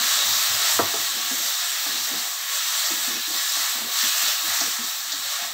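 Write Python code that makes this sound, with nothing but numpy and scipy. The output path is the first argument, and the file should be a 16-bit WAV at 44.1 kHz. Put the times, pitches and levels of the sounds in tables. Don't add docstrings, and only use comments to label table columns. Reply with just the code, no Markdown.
import sys
import numpy as np
from scipy import signal
from scipy.fft import rfft, irfft, next_fast_len
from scipy.io import wavfile
from scipy.ndimage import uniform_filter1d

SR = 44100
rng = np.random.default_rng(int(sys.argv[2]) if len(sys.argv) > 2 else 0)


def boost(x):
    u = np.asarray(x, float) / 20
    return 10 ** u


def wav_record(signal):
    frames = np.transpose(np.atleast_2d(signal))
    bounded = np.clip(frames, -1, 1)
    quanta = np.round(bounded * 32767).astype(np.int16)
    wavfile.write(sys.argv[1], SR, quanta)


N = 244161
SECONDS = np.arange(N) / SR

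# (time [s], stand rumble [dB], flame drone [dB])
SHOVES = [(0.0, -43, -74), (.16, -53, -50), (.31, -46, -44), (.55, -50.5, -42), (.83, -49, -36),
          (1.02, -49.5, -48), (1.17, -51, -91), (1.39, -48, -84), (2.02, -49, -55), (2.17, -46.5, -62),
          (1.6, -65, -64), (2.5, -64, -66), (2.78, -59, -67), (3.0, -60, -60), (3.14, -64, -62),
          (3.36, -57, -77), (3.65, -61, -56), (3.9, -55.5, -76), (4.16, -64, -70), (4.32, -62, -59),
          (4.5, -54.5, -52), (4.66, -49.5, -63), (5.07, -56, -70), (5.26, -57, -55), (5.54, -53.5, -89)]
# (time [s], peak [dB], thump [Hz], judder length [s], clank over knock [dB])
KNOCKS = [(1.164, -50, 317, 0.091, -8), (1.314, -35.5, 258, 0.043, -10), (1.866, -42.5, 295, 0.11, 1),
          (2.117, -39.5, 260, 0.059, -16), (2.908, -40.5, 335, 0.021, -3), (2.916, -40.5, 293, 0.043, -13),
          (2.969, -48.5, 320, 0.13, -17), (3.078, -37, 246, 0.12, -10), (3.132, -52, 257, 0.12, -18),
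          (3.28, -45, 315, 0.08, -15), (3.308, -44, 313, 0.059, -15), (3.57, -48.5, 301, 0.046, 2),
          (3.755, -45, 242, 0.13, -8), (3.821, -42, 215, 0.066, -4), (4.034, -40, 226, 0.054, -6),
          (4.234, -50, 276, 0.073, -21), (4.441, -49, 316, 0.066, -19), (4.615, -40, 275, 0.074, 3),
          (4.79, -39.5, 222, 0.092, -13), (5.135, -47.5, 292, 0.065, 1), (5.421, -51, 243, 0.04, -2)]
# (frequency [Hz], width [Hz], level [dB])
STAND_TONES = [(165, 54, -6.5), (232, 61, 7), (315, 30, 9.5), (451, 83, 2)]
# (frequency [Hz], level [dB], time to fall 60 dB [s])
CLANK_TONES = [(690, 8.5, 0.091), (829, 15, 0.031), (1050, -34, .12)]
# (time [s], ring [dB], dulling [dB per octave from centre], rattle [dB])
TUMBLER_TOUCHES = [
    (.7905, -8.5, 0, -25),
    (.7965, -15, -2, -32),
    (.938, -13, -14, -46),
    (.9515, -14, -20, -50),
]
# (frequency [Hz], level [dB], time to fall 60 dB [s])
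COUNTER_TONES = [(226, 7, 0.13), (258, 8, 0.093), (421, 5.5, 0.094), (454, 0, 0.05), (566, -11, 0.13),
                 (690, 2.5, 0.091), (785, -2, 0.082), (940, -1, 0.07), (1063, 7, 0.03), (1154, -3, 0.2),
                 (1222, 7, 0.065), (1323, 2, 0.061), (1560, -1, 0.066), (1900, 0, .07)]
# (time [s], level [dB], time to fall 60 dB [s])
SPITS = [(2.664, -41, 0.065), (2.7394, -33, 0.03), (2.8544, -26, 0.13), (3.3594, -37, 0.092),
         (4.009, -25, 0.076), (4.401, -30, .05), (4.6054, -19.5, 0.056), (4.78, -42, 0.044),
         (4.842, -32, .05), (5.1193, -25.5, .11), (5.2294, -38, 0.061)]
# (time [s], ringing [dB])
SCRAPES = [(.28, -29), (.66, -23.5), (.8, -25.5), (1.29, -25.5), (1.62, -27), (2.05, -30), (2.47, -27),
           (2.82, -23.5), (3.08, -25), (3.38, -23.5), (3.62, -23), (3.93, -28), (4.05, -23.5), (4.22, -40),
           (4.52, -20.5), (4.74, -22), (5.13, -29.5), (5.32, -28), (5.47, -27)]
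# (frequency [Hz], width [Hz], level [dB])
WALL_TONES = [(634, 16, -12.5), (810, 200, -22.5), (1124, 34, -7.5), (1283, 90, -7), (1723, 60, -4),
              (1885, 73, -4), (2196, 79, -13), (2360, 69, -21), (2550, 42, -4.5), (2784, 97, -5),
              (3145, 16, -4.5), (3527, 160, -2.5), (3797, 270, 6.5), (4360, 69, -6), (5750, 97, -10)]
# (time [s], sizzle [dB], water pooled under the food [dB])
BOIL = [(0.0, -22, -3), (0.77, -23, -2), (0.87, -26.5, -1), (1.9, -26.5, -1), (2.45, -30.5, 0.5),
        (2.56, -26.5, -6), (2.82, -25, -3.5), (3.21, -29.5, 2), (3.37, -25.5, 0.5), (3.62, -24.5, -5.5),
        (3.86, -30.5, 7.5), (4.0, -23, -8.5), (4.24, -21.5, -7.5), (4.42, -26.5, 1), (4.56, -23, -5),
        (5.09, -32, -4), (5.38, -27, 1.5), (5.54, -32.5, 4)]
# (time [s], depth [dB])
DOUSES = [
    (1.4, 2),
    (3.15, -0.5),
    (3.49, 1),
    (4.1, 1.5),
    (4.74, 2.5),
    (5.07, 0),
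    (5.2, 0),
]
# (frequency [Hz], level [dB per Hz])
SIZZLE_COLOUR = [(290, -29.5), (500, -20), (680, -12), (1050, -12), (1250, -5.5), (1550, -8), (1780, -6.5),
                 (2400, -9.5), (3100, -4.5), (3810, -1), (4500, -1.5), (4900, -5), (5800, -1), (6400, -4)]
# (frequency [Hz], gain [dB])
MIC_COLOUR = [(6400, -0.5), (7700, 1.5), (8550, -4), (9200, -12.5), (10700, -11.5), (11350, -13),
              (12400, -5), (14300, -3.5), (15700, -3.5)]
HISS_PATCHES = [.036, .429, .43, .479, .547, .548, .549, .618, .62, .733, 1.5, 2.639, 2.782, 3.38, 3.382,
                3.385, 3.496, 3.614, 4.985, 5.261, 5.263]


def set_level(x, db):
    return x * boost(db) / np.sqrt(np.mean(x ** 2))


def curves(table):
    times, *columns = np.transpose(table)
    return [np.interp(SECONDS, times, column) for column in columns]


def resonate(x, hz, width_hz):
    return signal.lfilter(*signal.iirpeak(min(hz, 0.45 * SR), hz / width_hz, fs=SR), x)


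def band(x, low_hz, high_hz):
    edges = [low_hz, min(high_hz, 0.45 * SR)]
    return signal.sosfilt(signal.butter(4, edges, "band", fs=SR, output="sos"), x)


def walk(rate):
    hold = int(SR / rate)
    steps = np.repeat(rng.standard_normal(N // hold + 1), hold)
    return 1.37 * uniform_filter1d(uniform_filter1d(steps, hold), hold)[:N]


def swells(times, peaks_db, rise_db_per_s, fall_db_per_s):
    age = SECONDS - np.array(times)[:, None]
    slope = np.where(age < 0, rise_db_per_s, -fall_db_per_s) * age
    return np.max(np.array(peaks_db)[:, None] + slope, axis=0)


def puffs(table, trim_db):
    shape = np.zeros(N)
    for start, db, t60 in table:
        age = SECONDS - start
        shape += (age > 0) * boost(db + trim_db - 60 * np.maximum(age, 0) / t60)
    return shape


def add_struck_tone(out, start_s, hz, t60, db):
    first = int(start_s * SR)
    t = SECONDS[:min(int(t60 * SR), N - first)]
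    swell = 1 - np.exp(-t * hz * 2)
    out[first:first + len(t)] += boost(db - 60 * t / t60) * swell * np.sin(2 * np.pi * hz * t)


def bursts(per_s, spread_db):
    when, size, sign = rng.random((3, N))
    strength = boost(-spread_db * np.log(1 - size)) * np.sign(sign - 0.5)
    return set_level((when < per_s / SR) * strength, 0)


def kitchen(x, wet_db):
    t60_s = 0.3
    t = SECONDS[:int(0.5 * SR)]
    tail = rng.standard_normal(len(t)) * boost(-60 * t / t60_s) * (t > 0.006)
    tail = band(tail, 107, 5700) + 0.63 * tail
    return x + boost(wet_db) * signal.fftconvolve(x, tail / np.sqrt(np.sum(tail ** 2)))[:N]


def shoving():
    times, rumble_db, drone_db = np.transpose(SHOVES)
    return swells(times, rumble_db, 73, 110), swells(times, drone_db, 167, 218)


def flame(drone_db):
    low = resonate(resonate(rng.standard_normal(N), 99, 14), 99, 24)
    high = resonate(resonate(rng.standard_normal(N), 134, 30), 150, 40)
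    drone = set_level(low, 0) + set_level(high, -7)
    air = boost(3.2 * walk(9)) * band(rng.standard_normal(N), 30, 190)
    return boost(drone_db - 4.5) * set_level(drone, 0) + set_level(air * boost(0.11 * drone_db), -72.5)


def stand(rumble_db):
    drag = bursts(900, 2.0)
    rumble = np.zeros(N)
    for hz, width_hz, db in STAND_TONES:
        rumble += boost(db) * resonate(resonate(drag, hz, width_hz), hz, 2 * width_hz)
    knocks, judder = np.zeros(N), boost(rumble_db - 1)
    for start, db, thump_hz, length_s, clank_db in KNOCKS:
        age = SECONDS - start
        onset = np.clip(age / 0.021, 0, 1)
        unseated = 1 / (1 + np.exp(np.clip((age - length_s) / 0.007, -30, 30)))
        judder = judder + onset * unseated * boost(db - 7.0 - 9.9 * np.maximum(age, 0))
        add_struck_tone(knocks, start - 0.004, thump_hz, 0.14, db + 8)
        for hz, share_db, t60 in CLANK_TONES:
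            add_struck_tone(knocks, start - 0.004, hz, t60, db + clank_db + share_db)
    return band(knocks, 227, 3000) + judder * set_level(rumble, 0)


def tumbler():
    rattles = [(start, rattle_db, 0.22) for start, _, _, rattle_db in TUMBLER_TOUCHES]
    out = band(puffs(rattles, 14.8) * rng.standard_normal(N), 237, 1200)
    for start, ring_db, dulling_db, _ in TUMBLER_TOUCHES:
        for hz, share_db, t60 in COUNTER_TONES:
            octaves_off = abs(np.log2(hz / 600))
            add_struck_tone(out, start, hz, t60, ring_db - 12 + share_db + dulling_db * octaves_off)
    return band(out, 300, 3200)


def spits(hiss):
    return puffs(SPITS, 3) * band(hiss, 2600, 9500)


def wall(sizzle_db):
    scraped_db = swells(*np.transpose(SCRAPES), 123, 50)
    ringing_db = np.maximum(scraped_db, sizzle_db - 3)
    shake = bursts(3000, 1.8) + rng.standard_normal(N)
    low, high = boost(ringing_db - 6), boost(sizzle_db - 12.0)
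    ring = np.zeros(N)
    for hz, width_hz, db in WALL_TONES:
        drive = low if hz < 2500 else high
        damping_db = 1.8 * walk(9)
        ring += drive * boost(db - 6.5 + damping_db) * set_level(resonate(shake, hz, width_hz), 0)
    return band(ring, 657, 20400)


def boiling():
    sizzle_db, pooled_db = curves(BOIL)
    douse_s = 0.08
    doused_db = sum(db * np.exp(-((SECONDS - start) / douse_s) ** 2) for start, db in DOUSES)
    return sizzle_db - doused_db, pooled_db


def sizzle(spray_db, gurgle_db):
    length = next_fast_len(N, True)
    spectrum = rfft(bursts(14000, 1.3) + 0.8 * rng.standard_normal(N), length)
    octave = np.log2(np.maximum(np.arange(len(spectrum)) * SR / length, 1))
    hz, db = np.transpose(SIZZLE_COLOUR)
    spectrum = spectrum * boost(np.interp(octave, np.log2(hz), db, left=-90))
    out, surge, shared = np.zeros(N), 0.5 * walk(22), walk(12)
    for centre in np.arange(8.5, 14.5, 0.5):
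        window = np.cos(np.pi * np.clip(octave - centre, -0.5, 0.5)) ** 2
        size_class = irfft(spectrum * window, length)[:N]
        shared = 0.8 * shared + 0.6 * walk(12)
        fine = np.clip(centre - 12.5, 0, 1)
        coarse = np.clip(10.2 - centre, 0, 1)
        patchy = (0.8 + 2.1 * coarse) * walk(18)
        flicker = patchy + coarse * (gurgle_db - gurgle_db.mean())
        spray = fine * (spray_db - spray_db.mean())
        out += size_class * boost(surge + shared / 2 + flicker + spray)
    return set_level(out, 0)


def scene():
    rumble_db, drone_db = shoving()
    sizzle_db, pooled_db = boiling()
    spray_db = -0.26 * sizzle_db - 2.5 * np.maximum(SECONDS - 4.4, 0)
    gurgle_db = pooled_db + 0.25 * rumble_db
    hiss = sizzle(spray_db, gurgle_db)
    pan = kitchen(boost(sizzle_db + 4.0) * hiss + wall(sizzle_db), -11)
    set_down = kitchen(tumbler(), -18)
    mono = flame(drone_db) + stand(rumble_db) + set_down + spits(hiss) + pan
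    return np.array([mono, mono])


def phone(x):
    hz, _, cells = signal.stft(x, SR, nperseg=1024, noverlap=768)
    power = uniform_filter1d(uniform_filter1d(abs(cells) ** 2, size=3, axis=0), size=3, axis=1)
    quiet_db = -75 + 13.5 * np.log2(np.maximum(hz, 160) / 300)
    keep = power / (power + boost(2 * quiet_db)[:, None])
    bass = (hz[:, None] < 670) & (hz[:, None] > 160)
    cells *= np.where(bass, keep, 1)
    cells *= (boost(np.interp(hz, *np.transpose(MIC_COLOUR))) * (hz < 15740))[:, None]
    holes_per_s = 6
    for when, where in rng.random((int(holes_per_s * N / SR), 2)):
        row = int((9200 + 2400 * where) / hz[1])
        column = int(when * cells.shape[1])
        cells[row:row + 11, column:column + 4] *= 0.15
    return signal.istft(cells, SR, nperseg=1024, noverlap=768)[1][:N]


def hiss_patches(x):
    side, fade = np.zeros(N), np.hanning(1600)
    half = len(fade) // 2
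    hz = np.arange(half + 1) * SR / len(fade)
    lows_hz = rng.permutation(np.linspace(4200, 14400, len(HISS_PATCHES)))
    for middle, low_hz in zip(HISS_PATCHES, lows_hz):
        span = slice(int(middle * SR) - half, int(middle * SR) + half)
        inside = (hz > low_hz) & (hz < low_hz + 1500)
        heard = np.std(irfft(rfft(x[span]) * inside))
        fresh = irfft(rfft(rng.standard_normal(len(fade))) * inside)
        side[span] += fade * heard * set_level(fresh, -0.97)
    return side


def band_limit(x):
    return signal.sosfilt(signal.butter(12, 17060, fs=SR, output="sos"), x)


def record(dry):
    heard = phone(dry[0])
    side = hiss_patches(heard)
    mix = heard + np.array([side, -side])
    return band_limit(mix)


dry = scene()
out = record(dry)
wav_record(out)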